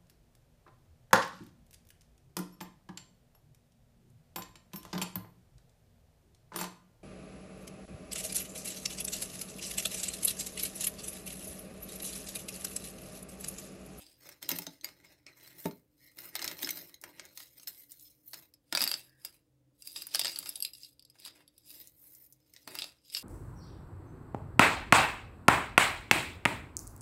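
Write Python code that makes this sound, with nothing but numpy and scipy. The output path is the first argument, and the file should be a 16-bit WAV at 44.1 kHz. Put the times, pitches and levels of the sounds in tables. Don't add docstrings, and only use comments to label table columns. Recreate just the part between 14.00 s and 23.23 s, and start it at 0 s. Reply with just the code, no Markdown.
import sys
import numpy as np
from scipy import signal
from scipy.fft import rfft, irfft
from scipy.io import wavfile
from scipy.ndimage import uniform_filter1d

SR = 44100
rng = np.random.default_rng(int(sys.argv[2]) if len(sys.argv) > 2 else 0)


def dump_mix(stems):
    frames = np.atleast_2d(stems).T
    limited = np.clip(frames, -1, 1)
    pcm = np.round(limited * 32767).astype(np.int16)
    wavfile.write(sys.argv[1], SR, pcm)


N = 406910

# pitch_hz, level_db (per Hz)
AIR_SHAPE = [(24, -38), (40, -4.5), (337, -20), (412, -30.5), (516, -17.5), (680, -29), (1680, -36),
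             (16000, -41)]
AIR_DB = -76.5
# pitch_hz, width_hz (at half amplitude), level_db (RMS)
HUM_BANDS = [(130, 9, -78.5), (297.2, 36, -79), (492, 140, -86)]
# start_s (full motion), swell_s, hold_s, rustle_db,
# scrape_db (on the wood, over the rustle), fizz_db (finest links, over the rustle)
TUGS = [(-0.01, 0.079, 0.11, -63.5, -8.5, -1), (0.251, 0.069, 0.031, -58, -3, -3.5),
        (0.426, 0.012, 0.0066, -48.5, -6, -9), (0.493, 0.018, 0.014, -43.5, -3.5, -2),
        (0.554, 0.02, 0.019, -49.5, -6.5, 1), (0.664, 0.01, 0.044, -62, -19, -7),
        (0.838, 0.021, 0.048, -58.5, -2, -5), (0.996, 0.046, 0.14, -68, -0.5, -6),
        (1.265, 0.0047, 0.0081, -63, 1, -15), (1.417, 0.14, 0.25, -63, -4.5, -1),
        (1.58, 0.068, 0.07, -62.5, -4.5, 10), (2.056, 0.14, 0.016, -65.5, -11, 2.5),
        (2.171, 0.013, 0.095, -60, -1, 4.5), (2.428, 0.19, 0.095, -52, 0.5, -1.5),
        (2.626, 0.12, 0.19, -53, -3, 3), (3.032, 0.031, 0.067, -66, 5.5, 0),
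        (3.191, 0.086, 0.079, -64.5, 1, -5), (3.399, 0.16, 0.016, -58, -14.5, 2.5),
        (3.593, 0.21, 0.034, -65, -9.5, 4), (3.675, 0.0083, 0.0043, -54.5, -11.5, 8.5),
        (3.77, 0.013, 0.019, -61, -15, 8.5), (3.899, 0.0084, 0.012, -62.5, -15.5, 5),
        (3.995, 0.019, 0.095, -66, -23, 6), (4.28, 0.073, 0.024, -72, -13, 15),
        (4.332, 0.0065, 0.035, -58.5, -5, 3), (4.773, 0.079, 0.17, -48.5, -8.5, 3),
        (5.249, 0.073, 0.024, -62, -6, 5), (5.856, 0.085, 0.063, -60.5, -14, 9),
        (5.963, .03, 0.039, -49, -15.5, -2), (6.152, 0.099, 0.15, -47.5, -11, -1.5),
        (6.382, 0.19, 0.12, -55.5, -7, 4), (6.582, 0.094, 0.071, -67.5, -2.5, 16),
        (6.792, 0.097, 0.058, -61.5, -44, 3), (7.261, 0.14, 0.0027, -56.5, -8.5, -2),
        (7.287, 0.037, 0.11, -76, 5.5, -1), (7.677, 0.038, 0.038, -59.5, -34, 11.5),
        (7.742, 0.18, 0.07, -58, -11.5, 5.5), (8.012, 0.28, 0.23, -74, -5, 16),
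        (8.6, 0.34, 0.025, -66.5, -10.5, -2), (8.675, 0.0082, 0.14, -62.5, 5, 7.5),
        (8.8, 0.15, 0.029, -51.5, -28, -25), (9.045, 0.025, 0.093, -66, -37, -4.5),
        (9.147, 0.089, 0.029, -48, -19.5, 2)]
SWELL_DB = 26.5
SETTLE_RATES = [
    [187],
    [159.5],
    [166.5],
]
# time_s, locket_share (0 = all heap, 1 = all locket)
BRUSHING = [(.15, .9), (.2, 0), (4.5, 0), (4.55, 1), (7.67, 1), (7.73, .25), (8.62, .2), (8.67, 1)]
# pitch_hz, level_db (relative), t60_s
HEAP_MODES = [(2053, -4, 0.015), (4106, 1, 0.014), (5190, 5.5, 0.0076), (6325, -5, 0.016),
              (8370, -9.5, 0.016), (11420, -3.5, 0.016), (13750, 4, 0.03)]
# pitch_hz, level_db (relative), t60_s
LOCKET_MODES = [(2747, -15.5, 0.032), (3850, 4, 0.0046), (4913, 6, 0.012), (7650, -14, 0.026),
                (8230, -9.5, 0.016), (10680, -7, 0.011), (11440, -8.5, 0.022)]
# pitch_hz, level_db (at wood_db 0), t60_s
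PRESSED_MODE = (4640, 7, 0.017)
# pitch_hz, level_db (relative), t60_s
TABLE_MODES = [(127, -20, 0.11), (178.5, -5.5, 0.11), (264.7, -7, 0.085), (288, 1, 0.08), (329.6, 0, 0.059),
               (418, -1.5, 0.05), (622, 2, 0.033), (864, -8.5, 0.097)]
# start_s, level_db (middle-band peak), wood_db (low-band peak over the blow),
# sharp_db (top-band peak over the blow)
LOCKET_CLINKS = [(0.0653, -43, -26, -22), (4.5381, -50.5, -20, -0.5), (4.725, -20, -6.5, -6.5),
                 (4.7499, -15, -10.5, -7), (4.7725, -15, -9, -15.5), (4.806, -19, -9, -12),
                 (4.816, -18.5, -12, 0), (4.823, -17.5, -14.5, -6), (4.8387, -17.5, -17, -0.5),
                 (4.8535, -33, -12, -12), (4.865, -31, -2.5, -14), (4.8754, -18, -14.5, -3),
                 (4.9141, -18.5, -14.5, -5), (4.9392, -19, -15.5, -20), (5.2484, -32.5, -10, 7),
                 (5.8215, -41.5, -33, 1), (5.8726, -35.5, -19.5, 7.5), (5.9604, -28.5, -17.5, -26),
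                 (6.0201, -37.5, -8.5, 7), (6.068, -43.5, -6, 16.5), (6.14, -33.5, -12.5, -6.5),
                 (6.1468, -15, -15, -6.5), (6.1544, -22.5, -11, 3), (6.1937, -16.5, -16, -1),
                 (6.2135, -19, -15.5, -17), (6.2462, -22.5, -10.5, -5), (6.2545, -18.5, -11, -27),
                 (6.2685, -24.5, -19, -15), (6.279, -24, -13.5, -11), (6.359, -27, -19, -6),
                 (6.3874, -30.5, -14.5, 11), (6.4288, -37.5, -6.5, -13), (6.4589, -33, -8, -23),
                 (6.4907, -30.5, -24, 8.5), (6.556, -31, -58, 1.5), (6.6027, -34.5, -47, 5),
                 (6.6235, -23.5, -45, 4), (6.6485, -21.5, -55, -9), (6.7336, -39, -52, -3),
                 (6.75, -40, -48, -7), (6.8326, -38.5, -47, -8), (6.847, -38.5, -42, -9),
                 (6.994, -42, -63, -6), (7.024, -47, -49, -8), (7.05, -47, -47, -8), (7.099, -48, -50, -2),
                 (7.154, -60.5, 3, -12), (7.199, -51, -8, 6.5), (7.25, -31, -32, -8.5),
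                 (7.26, -35.5, -13, -1), (7.28, -41, -7, -8), (7.4773, -49.5, -53, 0),
                 (7.579, -52.5, -39.5, 8), (8.675, -36, 0, 2), (8.752, -33.5, 0, 5.5),
                 (8.807, -41, -17, -1), (8.8305, -36.5, -13.5, -14), (8.841, -30, -11, -9),
                 (8.7873, -23.5, -11.5, -7), (8.8198, -24, -14.5, -16), (9.0992, -40, -39, -7),
                 (9.148, -19, -21, -27), (9.168, -24, -14, -27)]
# start_s, level_db, wood_db, sharp_db (same meanings as for the locket)
HEAP_CLINKS = [(0.2893, -41, -3.5, 2), (0.4269, -33, -10, 0.5), (0.49, -24.5, -10, 6),
               (0.505, -30.5, -3, -10.5), (0.514, -23, -14.5, -1), (0.586, -31, -6, 7),
               (0.6662, -28.5, -13, -10), (0.8106, -41.5, -51, -22), (0.844, -25, -12, -3.5),
               (0.8874, -41.5, -4.5, -11), (1.265, -38.5, -12.5, -39), (1.6558, -36.5, 3.5, -2),
               (1.71, -44.5, -2.5, -23), (2.1864, -36.5, -8, 0), (2.353, -25, -6.5, -1.5),
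               (2.3616, -26.5, -26, -5), (2.392, -30, -7, -12), (2.4235, -27, -14, -8.5),
               (2.6245, -34.5, -8, 2), (2.4174, -29.5, -15, -7), (2.4427, -25.5, -10.5, -1.5),
               (2.4508, -30, -7, -7.5), (2.4772, -22, -18, -13), (2.5132, -32.5, -2.5, -4),
               (2.59, -34, -11, -13), (2.6291, -25, -10.5, -2.5), (2.6452, -23, -27, -15),
               (2.672, -33.5, 1.5, -14), (2.6896, -24, -11.5, -5), (2.7054, -27, -32, 3),
               (2.9412, -39, -33, -10), (3.0377, -35.5, -1, 2), (3.1956, -29.5, -8, -44),
               (3.374, -34.5, -13.5, 1), (3.402, -41.5, -6.5, -3), (3.5967, -44.5, -15, -5),
               (3.6726, -29, -17.5, -8), (4.3326, -34, -9, -5), (4.3405, -35, -8.5, 0),
               (8.5365, -47.5, -15, 4), (8.563, -40, -14, -18)]
# start_s, level_db (peak)
KNOCKS = [(0.517, -35.5), (0.592, -41), (0.669, -41), (1.654, -22.5), (2.633, -38), (4.726, -38.5),
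          (4.811, -40.5), (8.671, -43.5)]
# start_s, length_s, pitch_hz, level_db (RMS before the fades)
SQUEAKS = [(1.26, 0.032, 2350, -57.5), (1.319, 0.44, 2010, -73), (1.99, 0.14, 2020, -69),
           (5.031, 0.22, 1750, -76)]
SQUEAK_WIDTH = 0.093
# start_s, level_db (peak)
SNAPS = [(3.0143, -32), (3.2534, -33), (3.679, -35), (3.7184, -42), (3.919, -26.5), (3.9967, -39),
         (7.8735, -34.5), (8.1499, -37.5), (8.2432, -42), (8.3247, -35.5)]
# pitch_hz, t60_s
ROOM_DECAY = [(200, 0.28), (1000, 0.19), (4000, 0.16), (14000, 0.014)]
LOW_HZ, HIGH_HZ, EDGE_HZ = 2500, 9000, 15850


def gain_of(db):
    return 10 ** (np.asarray(db) / 20)


def evened(x):
    return x / np.sqrt(np.mean(x ** 2) + 1e-20)


def read(points, hz):
    f, value = np.transpose(points)
    return np.interp(np.log(hz + 1), np.log(f + 1), value)


def add(mix, start_s, sound):
    part = mix[round(start_s * SR):][:len(sound)]
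    part += sound[:len(part)]


def band(x, lo_hz, hi_hz):
    sos = signal.butter(4, [lo_hz, hi_hz], "band", fs=SR, output="sos")
    return signal.sosfilt(sos, x)


def three_bands(x):
    return band(x, 550, LOW_HZ), band(x, LOW_HZ, HIGH_HZ), band(x, HIGH_HZ, 21000)


def background():
    hz = np.fft.rfftfreq(N, 1 / SR)
    noise = rfft(rng.standard_normal((len(HUM_BANDS) + 1, N)))
    air = irfft(noise[-1] * gain_of(read(AIR_SHAPE, hz)), N)
    out = gain_of(AIR_DB) * evened(air)
    for spectrum, (pitch_hz, width_hz, level_db) in zip(noise, HUM_BANDS):
        hum = irfft(spectrum / (1 + (2 * (hz - pitch_hz) / width_hz) ** 2), N)
        out += gain_of(level_db) * evened(hum)
    return out


def chatter(t60_s, size):
    return gain_of(-60 * np.arange(size) / SR / t60_s) * rng.standard_normal(size)


def ring(modes, spread_db, detune, size=2048):
    pitch_hz, level_db, t60_s = np.transpose(modes)[:, :, None]
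    place, off, phase = rng.standard_normal((3, len(modes), 1))
    t = np.arange(size) / SR
    level = gain_of(level_db + spread_db * place - 60 * t / t60_s)
    return (level * np.sin(2 * np.pi * pitch_hz * (1 + detune * off) * t + phase)).sum(0)


def clink(modes, detune, crack_db, crack_t60_s):
    strike = chatter(0.009, size=512)
    strike /= np.linalg.norm(strike)
    pair = ring(modes, 3.5, detune) + ring(modes, 3.5, detune)
    body = signal.fftconvolve(pair, strike)[:2048]
    crack = gain_of(crack_db) * chatter(crack_t60_s, size=2048)
    onset = np.minimum(np.arange(2048) / SR / 0.0011, 1)
    blow = (body + crack) * onset
    late, weak = rng.random(2)
    rebound = np.roll(blow, int((1 + late) * 0.004 * SR))
    return blow + 0.37 * weak * rebound


def ticks(modes, detune, crack_db, per_s=2800., uneven_db=3.8, clump_db=2.8, size=1500):
    clumps = evened(uniform_filter1d(rng.standard_normal(N), 900))
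    uneven = np.minimum(rng.exponential(1, N), 5)
    hits = gain_of(uneven_db * uneven + clump_db * clumps) * (rng.random(N) < per_s / SR)
    spot, out = rng.random(N) < .5, np.zeros(N)
    for k in range(0, N, size):
        for touched in (spot, ~spot):
            tick = evened(clink(modes, detune, crack_db, 0.0084))
            here = hits[k:k + size] * touched[k:k + size]
            add(out, k / SR, signal.fftconvolve(here, tick))
    return evened(out)


def tugs():
    t, power = np.arange(0, N / SR + .004, .002), 0
    for start_s, swell_s, hold_s, rustle_db, scrape_db, fizz_db in TUGS:
        climb_db = SWELL_DB * np.maximum(start_s - t, 0) / max(swell_s, .005)
        settle_db = np.array(SETTLE_RATES) * np.maximum(t - start_s - hold_s, 0)
        level_db = rustle_db + np.array([[0], [scrape_db], [fizz_db]])
        power = power + gain_of(level_db - climb_db - settle_db) ** 2
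    return [np.interp(np.arange(N) / SR, t, np.sqrt(p)) for p in power]


def rustle():
    share = np.interp(np.arange(N) / SR, *np.transpose(BRUSHING))
    heap, locket = ticks(HEAP_MODES, 0.029, 14.5), ticks(LOCKET_MODES, 0.014, 11)
    scrape, body, fizz = three_bands((1 - share) * heap + share * locket)
    shake = signal.oaconvolve(rng.standard_normal(N), ring(TABLE_MODES, 0, 0, size=6000))[:N]
    scrape = evened(scrape) + gain_of(-0.5) * evened(shake)
    return sum(gain * evened(part) for gain, part in zip(tugs(), (body, scrape, fizz)))


def clinks(rows, modes, detune, crack_db, pressed=None):
    out = np.zeros(N)
    for start_s, level_db, wood_db, sharp_db in rows:
        struck = [*modes]
        if pressed:
            pitch_hz, pressed_db, t60_s = pressed
            struck.append((pitch_hz, pressed_db + 0.16 * wood_db, t60_s))
        scatter = detune * gain_of(0.16 * wood_db)
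        parts = three_bands(clink(struck, scatter, crack_db + 0.8 * wood_db, 0.021))
        for over_db, part in zip((wood_db, 0, sharp_db), parts):
            add(out, start_s, gain_of(level_db + over_db) * part / abs(part).max())
    return out


def knocks():
    out = np.zeros(N)
    onset = np.minimum(np.arange(12000) / SR / 0.0058, 1)
    for start_s, level_db in KNOCKS:
        puff = gain_of(16.0) * chatter(0.014, size=12000)
        shudder = gain_of(-39.5) * chatter(0.18, size=6000) + signal.unit_impulse(6000)
        top = signal.fftconvolve(ring(TABLE_MODES, 2.3, 0.03, size=6000), shudder)
        thud = band(np.append(top, 0) + puff, 150, 920) * onset
        add(out, start_s, gain_of(level_db) * thud / abs(thud).max())
    return out


def squeaks():
    out = np.zeros(N)
    for start_s, length_s, pitch_hz, level_db in SQUEAKS:
        noise = rng.standard_normal(SR // 2)
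        rub = band(noise, pitch_hz * (1 - SQUEAK_WIDTH), pitch_hz * (1 + SQUEAK_WIDTH))
        rub = rub[:int(length_s * SR)]
        add(out, start_s, gain_of(level_db) * evened(rub) * signal.windows.tukey(len(rub), .4))
    return out


def snaps():
    out = np.zeros(N)
    for start_s, level_db in SNAPS:
        fizz = gain_of(-15.5) * chatter(0.049, size=1024)
        click = band(chatter(0.0016, size=1024) + fizz, 5600, 22000)
        add(out, start_s, gain_of(level_db) * click / abs(click).max())
    return out


def room(x):
    taps = np.zeros(SR // 2)
    at = np.arange(100, len(taps) - 20, 20)
    taps[at + rng.integers(0, 20, len(at))] = rng.choice([-1., 1.], len(at))
    hz, t, spectrum = signal.stft(taps, SR, nperseg=256)
    decay = gain_of(-60 * t / read(ROOM_DECAY, hz)[:, None])
    tail = signal.istft(spectrum * decay, SR, nperseg=256)[1]
    return signal.oaconvolve(x, tail / np.linalg.norm(tail))[:N]


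def scene():
    near = rustle() + clinks(LOCKET_CLINKS, LOCKET_MODES, 0.044, 13.3, PRESSED_MODE)
    near += clinks(HEAP_CLINKS, HEAP_MODES, 0.054, 14.3)
    near += knocks() + squeaks() + snaps()
    return (background() + near + gain_of(-11) * room(near))[None]


def record(dry):
    thin = signal.sosfilt(signal.butter(3, 52, "high", fs=SR, output="sos"), dry)
    low_pass = signal.firwin(511, EDGE_HZ, window=("kaiser", 9), fs=SR)
    return signal.oaconvolve(thin, low_pass[None], "same")


dry = scene()
out = record(dry)
dump_mix(out)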